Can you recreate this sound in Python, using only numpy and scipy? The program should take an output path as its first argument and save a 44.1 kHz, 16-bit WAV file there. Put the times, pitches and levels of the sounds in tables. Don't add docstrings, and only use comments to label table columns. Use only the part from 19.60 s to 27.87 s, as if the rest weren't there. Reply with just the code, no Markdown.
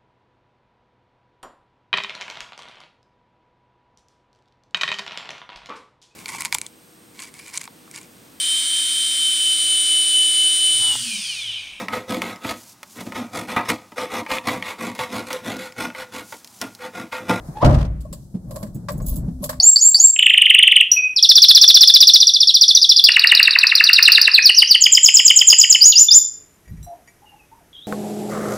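import sys
import numpy as np
from scipy import signal
from scipy.fft import rfft, irfft
from scipy.io import wavfile
from scipy.ndimage import uniform_filter1d, minimum_filter1d

SR = 44100
rng = np.random.default_rng(int(sys.argv[2]) if len(sys.argv) > 2 else 0)


def log_audio(samples):
    frames = np.atleast_2d(samples).T
    limited = np.clip(frames, -1, 1)
    pcm = np.round(limited * 32767).astype(np.int16)
    wavfile.write(sys.argv[1], SR, pcm)


N = 364707
T_S = np.arange(N) / SR

# t/s, f/Hz, level/dB
WHISTLE_GESTURE = [(0, 3953, -23.5), (.004, 4682, 2), (.012, 4520, -1), (.022, 4820, -16),
                   (.046, 5720, -25.5), (.055, 6314, -16), (.061, 6815, -5.5), (.085, 7167, -7.5),
                   (.11, 7490, -0.5), (.138, 7550, -5), (.155, 7385, -15.5)]
CHIP_GESTURE = [(0, 3835, -18), (.0034, 3400, -3.5), (.0068, 3093, 3), (.01, 2882, 3), (.0122, 2450, -5),
                (.0142, 2049, -10.5), (.0175, 1760, -35)]
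SWEEP_GESTURE = [(0, 6029, -23), (.004, 5635, 2.5), (.009, 5183, 0.5), (.013, 4781, 1), (.019, 4348, -2.5),
                 (.024, 4062, -2.5), (.029, 3700, -3.5), (.033, 3443, 2), (.038, 3340, -11.5)]
ARCH_GESTURE = [(0, 3653, -19.5), (.0022, 4439, 10.5), (.005, 5049, 1), (.008, 5951, -15.5),
                (.011, 4891, -9), (.019, 4600, -18.5), (.031, 4005, -2.5), (.04, 3534, -9)]
DROP_GESTURE = [(0, 3038, -28), (.004, 2902, -6), (.0085, 2793, 0), (.011, 2327, -9.5), (.013, 1980, -2.5),
                (.016, 1450, -20), (.021, 946, -36)]
SLUR_GESTURE = [(0, 4582, -23), (.005, 5137, -11.5), (.014, 6214, -23.5), (.031, 5475, -13),
                (.045, 4618, 2), (.054, 4349, -4), (.064, 3633, -22)]
HIGH_GESTURE = [(0, 8150, -23.5), (.006, 7560, -3), (.02, 6929, 2.5), (.03, 5950, -17.5), (.0395, 5050, 6),
                (.046, 4750, -27.5)]
LOW_GESTURE = [(0, 3818, -26.5), (.0055, 3400, -12), (.008, 3243, -2), (.013, 3033, 0.5),
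               (.0152, 2550, -15.5), (.0178, 2236, -8.5), (.022, 1676, -33)]
RISE_GESTURE = [(0, 4391, -10), (.009, 4799, -2.5), (.022, 5051, -1.5), (.034, 5805, -4), (.048, 6825, 2),
                (.068, 6980, 1), (.088, 6850, -1.5), (.1, 6716, -18)]

# start/s, length/s, pitch factor, level/dB
WHISTLE_SYLLABLES = [(-.021, 0.139, 0.9996, 0.5), (.157, 0.151, 0.999, 0.5), (.343, .152, 0.9996, 1)]
LEAD_DROP_SYLLABLE = [(3.485, .014, 1, 1)]
SLUR_SYLLABLES = [(4.712, 0.0559, 0.9034, -0.74), (4.82, 0.062, 0.9893, 2.3), (4.943, .064, 1.03, .3),
                  (5.071, 0.0629, 1.0226, -1.64)]
RISE_SYLLABLES = [(6.207, .111, .995, 1.32), (6.355, .091, 1.012, 0.54), (6.507, .09, 1.015, 1.2)]

# t/s, time to the next syllable/s
CHIP_TEMPO = [(0.5599, 0.0283), (0.589, 0.0348), (0.7, 0.038), (0.86, 0.0424), (1.03, 0.0437),
              (1.2, 0.0447)]
SWEEP_TEMPO = [(1.5604, 0.0635), (1.625, 0.0644), (1.9, 0.0646), (2.5, 0.066), (2.7, 0.0675),
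               (2.95, 0.0694), (3.15, 0.0695), (3.29, 0.0755)]
ARCH_TEMPO = [(3.5172, 0.0759), (3.75, 0.0793), (3.91, 0.079), (4.15, 0.0867), (4.3, 0.0955),
              (4.45, 0.0926), (4.612, 0.0972)]
HIGH_TEMPO = [(5.2063, 0.1118), (5.43, 0.1095), (5.65, 0.1099), (5.87, 0.1127), (6.095, 0.1143)]

# t/s, syllable length/s, pitch factor, level/dB
CHIP_COURSE = [(0.55, 0.0079, 0.874, -12), (0.588, 0.01123, 0.981, 2), (0.697, 0.01605, 0.9615, 4),
               (0.867, 0.0211, 0.9642, 4), (1.028, .02, 0.9787, 4.5), (1.205, 0.02038, 0.975, 2)]
SWEEP_COURSE = [(1.56, .039, 0.9695, -5), (1.625, 0.034, 1, 1), (1.9, 0.03796, 1.0028, 3.5),
                (2.5, .036, 1.0065, 2.5), (2.7, 0.0372, 1.015, -4), (2.851, .04, 0.971, -1.5),
                (2.95, 0.03815, 1.011, -1), (3.08, .04, 1, -2), (3.146, 0.0347, 1.0435, -1.5),
                (3.22, 0.03944, 0.9894, -2), (3.44, 0.0377, 0.985, -2)]
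ARCH_COURSE = [(3.517, 0.03398, 0.997, -5.5), (3.75, 0.03506, 0.98, -2), (3.91, 0.0358, 0.9824, -6),
               (4.15, 0.0394, 1.012, -1), (4.301, .043, 1.01, 1), (4.45, 0.04257, 1.0046, 4.5),
               (4.612, 0.05026, 1.027, -1)]
HIGH_COURSE = [(5.206, 0.0415, 0.9686, -1), (5.431, 0.0416, 0.9875, 3), (5.651, 0.04012, 0.9878, 1.5),
               (5.87, .043, 0.9737, 3.5), (6.095, 0.03886, 0.981, 2)]
DROP_COURSE = [(3.56, 0.0193, 0.9935, 2), (3.72, 0.02024, 1, 1.5), (3.85, 0.0202, 0.947, -0.5),
               (4.2, 0.01898, 0.9564, -.5), (4.47, .02, .97, 0.5), (4.67, 0.01993, 0.971, -1)]
LOW_COURSE = [(4.78, 0.02173, 0.795, 0), (4.89, 0.0193, 0.8996, 0.5), (5.05, 0.02317, 0.9537, 2.5),
              (5.3, 0.01794, 0.992, -.5), (5.55, .021, 0.9852, -0.5), (6.14, 0.02156, 0.96, -3)]
DROP_GAP_S, LOW_GAP_S = 0.0075, 0.007

# start/s, length/s, first f/Hz, held f/Hz, slide/s, level/dB
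SLIDE_NOTES = [(0, 0.0135, 4668, 4450, 0.0037, 2.5), (1.315, 0.0292, 5170, 5840, 0.0016, 4.5),
               (1.362, 0.092, 2617, 2487, 0.01408, -5.5), (1.432, 0.1044, 2530, 2503, 0.0192, -8),
               (3.215, 0.01224, 4304, 5315, 0.00153, 1), (3.362, 0.0092, 4218, 5092, .002, 4),
               (3.439, .012, 4294, 4902, .002, 7), (6.319, 0.0317, 6926, 2779, .004, -2.5),
               (6.483, 0.0375, 3414, 3594, 0.00455, -1)]
ATTACK_SHARE, RELEASE_SHARE, EDGE_DB = 0.11, 1, -17

# start/s, length/s, first f/Hz, last f/Hz, level/dB
COO_CALLS = [(0, 0.0423, 788.4, 675.6, -35), (.375, 0.0254, 873, 679, -42), (6.77, 0.074, 455, 410.4, -56),
             (7.265, 0.0738, 706.7, 680.3, -32.5), (7.325, 0.028, 902, 1000, -49),
             (7.62, 0.026, 788, 890, -44.5), (7.72, 0.02, 848.6, 834.7, -42),
             (7.915, 0.0366, 886.7, 954, -43), (8.005, 0.0234, 759, 593, -48.5)]
PEEP_CALLS = [(7.655, 0.05, 2930, 2684, -46.5), (7.69, 0.032, 2910, 2736, -44),
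              (7.755, 0.0218, 2838, 2600, -53), (7.79, 0.0324, 2660, 2500, -45),
              (8.13, 0.057, 3342, 3250, -27), (8.15, 0.0523, 3550, 3805, -45),
              (8.2, 0.065, 3325, 3935, -34)]

# delay/s, level/dB
WALL_ECHOES = [(.00105, -15), (.0023, -26), (.016, -31.5)]
# f/Hz, level/dB
ROOM_COLOUR = [(700, 6.5), (1300, 5), (2200, -2.5), (3400, 1), (4500, -3), (7400, 0), (8800, 7.5),
               (15000, -6.5)]
ROOM_T60_S, ROOM_DB = 0.391, -10.5
EARLY_T60_S, EARLY_DB = 0.094, -14.5
TREBLE_T60_S, TREBLE_DB = 0.14, 2.5

# f/Hz, level/dB
BACKGROUND_SPECTRUM = [(15, -35), (25, -3.5), (101, -2.5), (221, -8), (289, -5), (340, -6.5), (684, -15),
                       (1950, -17.5), (4260, -26), (6050, -21.5), (7500, -25), (12500, -21.5), (15500, -39)]
BACKGROUND_DB = -56.5

# f/Hz, level/dB, t60/s
FRAME_MODES = [(1914, 1, 0.123), (2070, -2.5, 0.11), (2295, 2.5, 0.078), (4800, -10, 0.0684),
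               (5810, -4.5, 0.1064), (6840, -1, 0.051), (8700, -13.5, 0.091), (9660, -11.5, 0.0604),
               (12800, -14.5, .07)]
WIRE_MODES = [(3988, -0.5, 0.22), (5800, 5.5, 0.07), (6240, -6, 0.11), (7600, -1, 0.078), (8510, 2, 0.063),
              (10900, -3, 0.045), (11600, 1.5, 0.025), (12500, -3.5, 0.033), (14100, -12.5, 0.055)]
# t/s, level/dB
FRAME_KNOCKS = [(7.053, -63), (7.078, -55), (7.17, -62), (7.475, -50)]
WIRE_TICKS = [(7.12, -71.5), (7.228, -51), (7.244, -53), (7.261, -64.5)]

# t/s, width/s, level/dB
WING_BEATS = [(7.098, 0.013, -40), (7.131, 0.0167, -28.5), (7.19, 0.034, -37), (7.255, .025, -43.5)]
# f/Hz, level/dB
WING_SPECTRUM = [(15, -32), (25, -10), (63, -0.5), (123, -9), (161, -9.5), (199, -17), (539, -48),
                 (600, -50.5), (780, -80), (1320, -120)]

TOP_HZ = 15650


def undb(db):
    return 10 ** (np.asarray(db) / 20)


def add(out, start_s, sound):
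    i = int(round(start_s * SR))
    sound, i = sound[max(-i, 0):], max(i, 0)
    out[i:i + len(sound)] += sound[:max(N - i, 0)]


def colour(x, spectrum):
    hz, db = np.transpose(spectrum)
    f_hz = np.maximum(np.arange(len(x) // 2 + 1) * SR / len(x), 1)
    gain = undb(np.interp(np.log(f_hz), np.log(hz), db))
    return irfft(rfft(x) * gain, len(x))


def noise(spectrum):
    x = colour(rng.standard_normal(N), spectrum)
    return x / x.std()


def waver(n, size):
    smooth = uniform_filter1d(uniform_filter1d(rng.standard_normal(n), size), size)
    return smooth * np.sqrt(size / (2 / 3))


def syrinx(t_s, hz, db, jitter=0.0036, shimmer_db=1.96, second_db=-34, third_db=-44, strain_db=14):
    u_s = np.arange(0, max(t_s[-1], .004), 1 / SR)
    glide_hz = uniform_filter1d(np.interp(u_s, t_s, hz), size=90)
    pitch_hz = glide_hz * (1 + jitter * waver(len(u_s), size=60))
    phase = 2 * np.pi * np.cumsum(pitch_hz) / SR
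    gate = np.clip(np.minimum(u_s, u_s[-1] - u_s) / 0.001, 0, 1)
    level_db = np.interp(u_s, t_s, db) + shimmer_db * waver(len(u_s), size=120)
    loudness = undb(level_db) * np.sin(gate * np.pi / 2) ** 2
    overtones = 0
    for k, partial_db in enumerate([second_db, third_db], 2):
        overtones = overtones + undb(partial_db) * (k * pitch_hz < SR / 2) * np.sin(k * phase)
    strain = undb(strain_db * np.log2(np.minimum(pitch_hz / 4800, 1)))
    return loudness * (np.sin(phase) + strain * overtones)


def slides():
    out, u = np.zeros(N), np.linspace(0, 1, 50)
    edge = np.maximum(np.maximum(1 - u / ATTACK_SHARE, 1 - (1 - u) / RELEASE_SHARE), 0)
    for start_s, length_s, first_hz, held_hz, slide_s, db in SLIDE_NOTES:
        hz = held_hz + (first_hz - held_hz) * np.exp(-u * length_s / slide_s)
        add(out, start_s, syrinx(u * length_s, hz, db + EDGE_DB * edge))
    return out


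def glance(sound, echo_db=-12, shortest_s=.0005, longest_s=.003):
    lag = int(SR * (shortest_s + (longest_s - shortest_s) * rng.random()))
    return np.pad(sound, (0, lag)) + undb(echo_db) * np.pad(sound, (lag, 0))


def trill(gesture, syllables, level_db, pitch_scatter=.006, scatter_db=0.63):
    out = np.zeros(N)
    t_s, hz, db = np.transpose(gesture)
    for start_s, length_s, pitch, force_db in syllables:
        sharp, strong = rng.standard_normal(2)
        sung_hz = hz * pitch * (1 + pitch_scatter * sharp)
        sung_db = db + force_db + level_db + scatter_db * strong
        tone = syrinx(t_s * length_s / t_s[-1], sung_hz, sung_db)
        add(out, start_s, glance(tone))
    return out


def at(course, s):
    times, *columns = np.transpose(course)
    return [np.interp(s, times, column) for column in columns]


def beats(tempo, count):
    starts_s = [tempo[0][0]]
    while len(starts_s) < count:
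        starts_s.append(starts_s[-1] + at(tempo, starts_s[-1])[0])
    return starts_s


def phrase(starts_s, course):
    return [(start_s, *at(course, start_s)) for start_s in starts_s]


def answers(syllables, course, gap_s):
    starts_s = [start_s + length_s + gap_s for start_s, length_s, _, _ in syllables]
    return phrase(starts_s, course)


def canary():
    chips = phrase(beats(CHIP_TEMPO, count=17), CHIP_COURSE)
    sweeps = phrase(beats(SWEEP_TEMPO, count=29), SWEEP_COURSE)
    arches = phrase(beats(ARCH_TEMPO, count=14), ARCH_COURSE)
    highs = phrase(beats(HIGH_TEMPO, count=9), HIGH_COURSE)
    drops = list(LEAD_DROP_SYLLABLE) + answers(arches, DROP_COURSE, DROP_GAP_S)
    lows = answers(list(SLUR_SYLLABLES) + highs, LOW_COURSE, LOW_GAP_S)
    out = trill(WHISTLE_GESTURE, WHISTLE_SYLLABLES, level_db=1.97)
    out += trill(CHIP_GESTURE, chips, level_db=-4.0)
    out += trill(SWEEP_GESTURE, sweeps, level_db=0.0846)
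    out += trill(ARCH_GESTURE, arches, level_db=0.53)
    out += trill(DROP_GESTURE, drops, level_db=3.0)
    out += trill(SLUR_GESTURE, SLUR_SYLLABLES, level_db=4.5)
    out += trill(HIGH_GESTURE, highs, level_db=-0.1655)
    out += trill(LOW_GESTURE, lows, level_db=2.62)
    out += trill(RISE_GESTURE, RISE_SYLLABLES, level_db=0.0056)
    return out + slides()


def air(song, hiss_db=-47):
    envelope = uniform_filter1d(np.abs(song), size=60)
    hiss = noise([(1000, -28.0), (3000, -9), (9000, 9), (15000, -7.5)])
    return undb(hiss_db) * envelope * hiss


def far_calls(calls, edge_db):
    out = np.zeros(N)
    for start_s, length_s, first_hz, last_hz, db in calls:
        t_s = [0, length_s / 2, length_s]
        hz = [first_hz, (first_hz + last_hz) / 2, last_hz]
        add(out, start_s, syrinx(t_s, hz, [db + edge_db, db, db + edge_db], jitter=0.016))
    return out


def echoes(t60_s, build_s):
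    t_s = T_S[:SR]
    decay = np.exp(-np.log(1000) * t_s / t60_s)
    h = rng.standard_normal(SR) * decay * (1 - np.exp(-(t_s / build_s) ** 2))
    return h / np.sqrt(np.sum(h ** 2))


def room(x, direct):
    cloud = undb(ROOM_DB) * echoes(ROOM_T60_S, build_s=0.0051)
    cloud += undb(EARLY_DB) * echoes(EARLY_T60_S, build_s=0.0023)
    h = colour(cloud, ROOM_COLOUR)[:-SR // 10]
    highpass = signal.butter(10, 8800, "high", fs=SR, output="sos")
    treble = signal.sosfilt(highpass, echoes(TREBLE_T60_S, build_s=0.007))
    h += undb(TREBLE_DB) * treble[:len(h)]
    h[0] += direct
    for delay_s, db in WALL_ECHOES:
        h[int(delay_s * SR)] += undb(db)
    return signal.fftconvolve(x, h)[:N]


def background():
    return undb(BACKGROUND_DB) * noise(BACKGROUND_SPECTRUM)


def knocks(modes, hits, scrape_s):
    out, t_s = np.zeros(N), T_S[:SR // 2]
    ring = np.zeros(len(t_s))
    for hz, db, t60_s in modes:
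        ring += undb(db) * np.sin(2 * np.pi * hz * t_s) * np.exp(-np.log(1000) * t_s / t60_s)
    for start_s, db in hits:
        scrape = rng.standard_normal(len(t_s)) * np.exp(-t_s / scrape_s)
        hit = signal.fftconvolve(ring, scrape)
        add(out, start_s, undb(db) * hit / hit[:SR // 20].std())
    return out


def wings():
    puffs = sum(undb(db) * np.exp(-.5 * ((T_S - s) / width_s) ** 2) for s, width_s, db in WING_BEATS)
    return noise(WING_SPECTRUM) * puffs


def scene():
    song = canary()
    far = far_calls(COO_CALLS, edge_db=-2.5) + far_calls(PEEP_CALLS, edge_db=-7.5)
    cage = knocks(FRAME_MODES, FRAME_KNOCKS, scrape_s=0.0067)
    cage += knocks(WIRE_MODES, WIRE_TICKS, scrape_s=0.00298)
    mix = room(song + air(song) + cage, direct=0.722)
    mix += room(far, direct=0.497)
    mix += background() + wings()
    return np.array([mix, mix])


def limiter(x, threshold=0.995, slope=0.18):
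    peak = uniform_filter1d(-minimum_filter1d(-np.abs(x), size=44), size=44)
    return x / np.maximum(peak / threshold, 1) ** slope


def record(dry, ceiling=0.8911, lopsided=0.012):
    clipped = np.clip(limiter(dry), -ceiling - lopsided, ceiling - lopsided)
    lowpass = signal.ellip(10, .1, 70, TOP_HZ, fs=SR, output="sos")
    return signal.sosfilt(lowpass, clipped)


dry = scene()
out = record(dry)
log_audio(out)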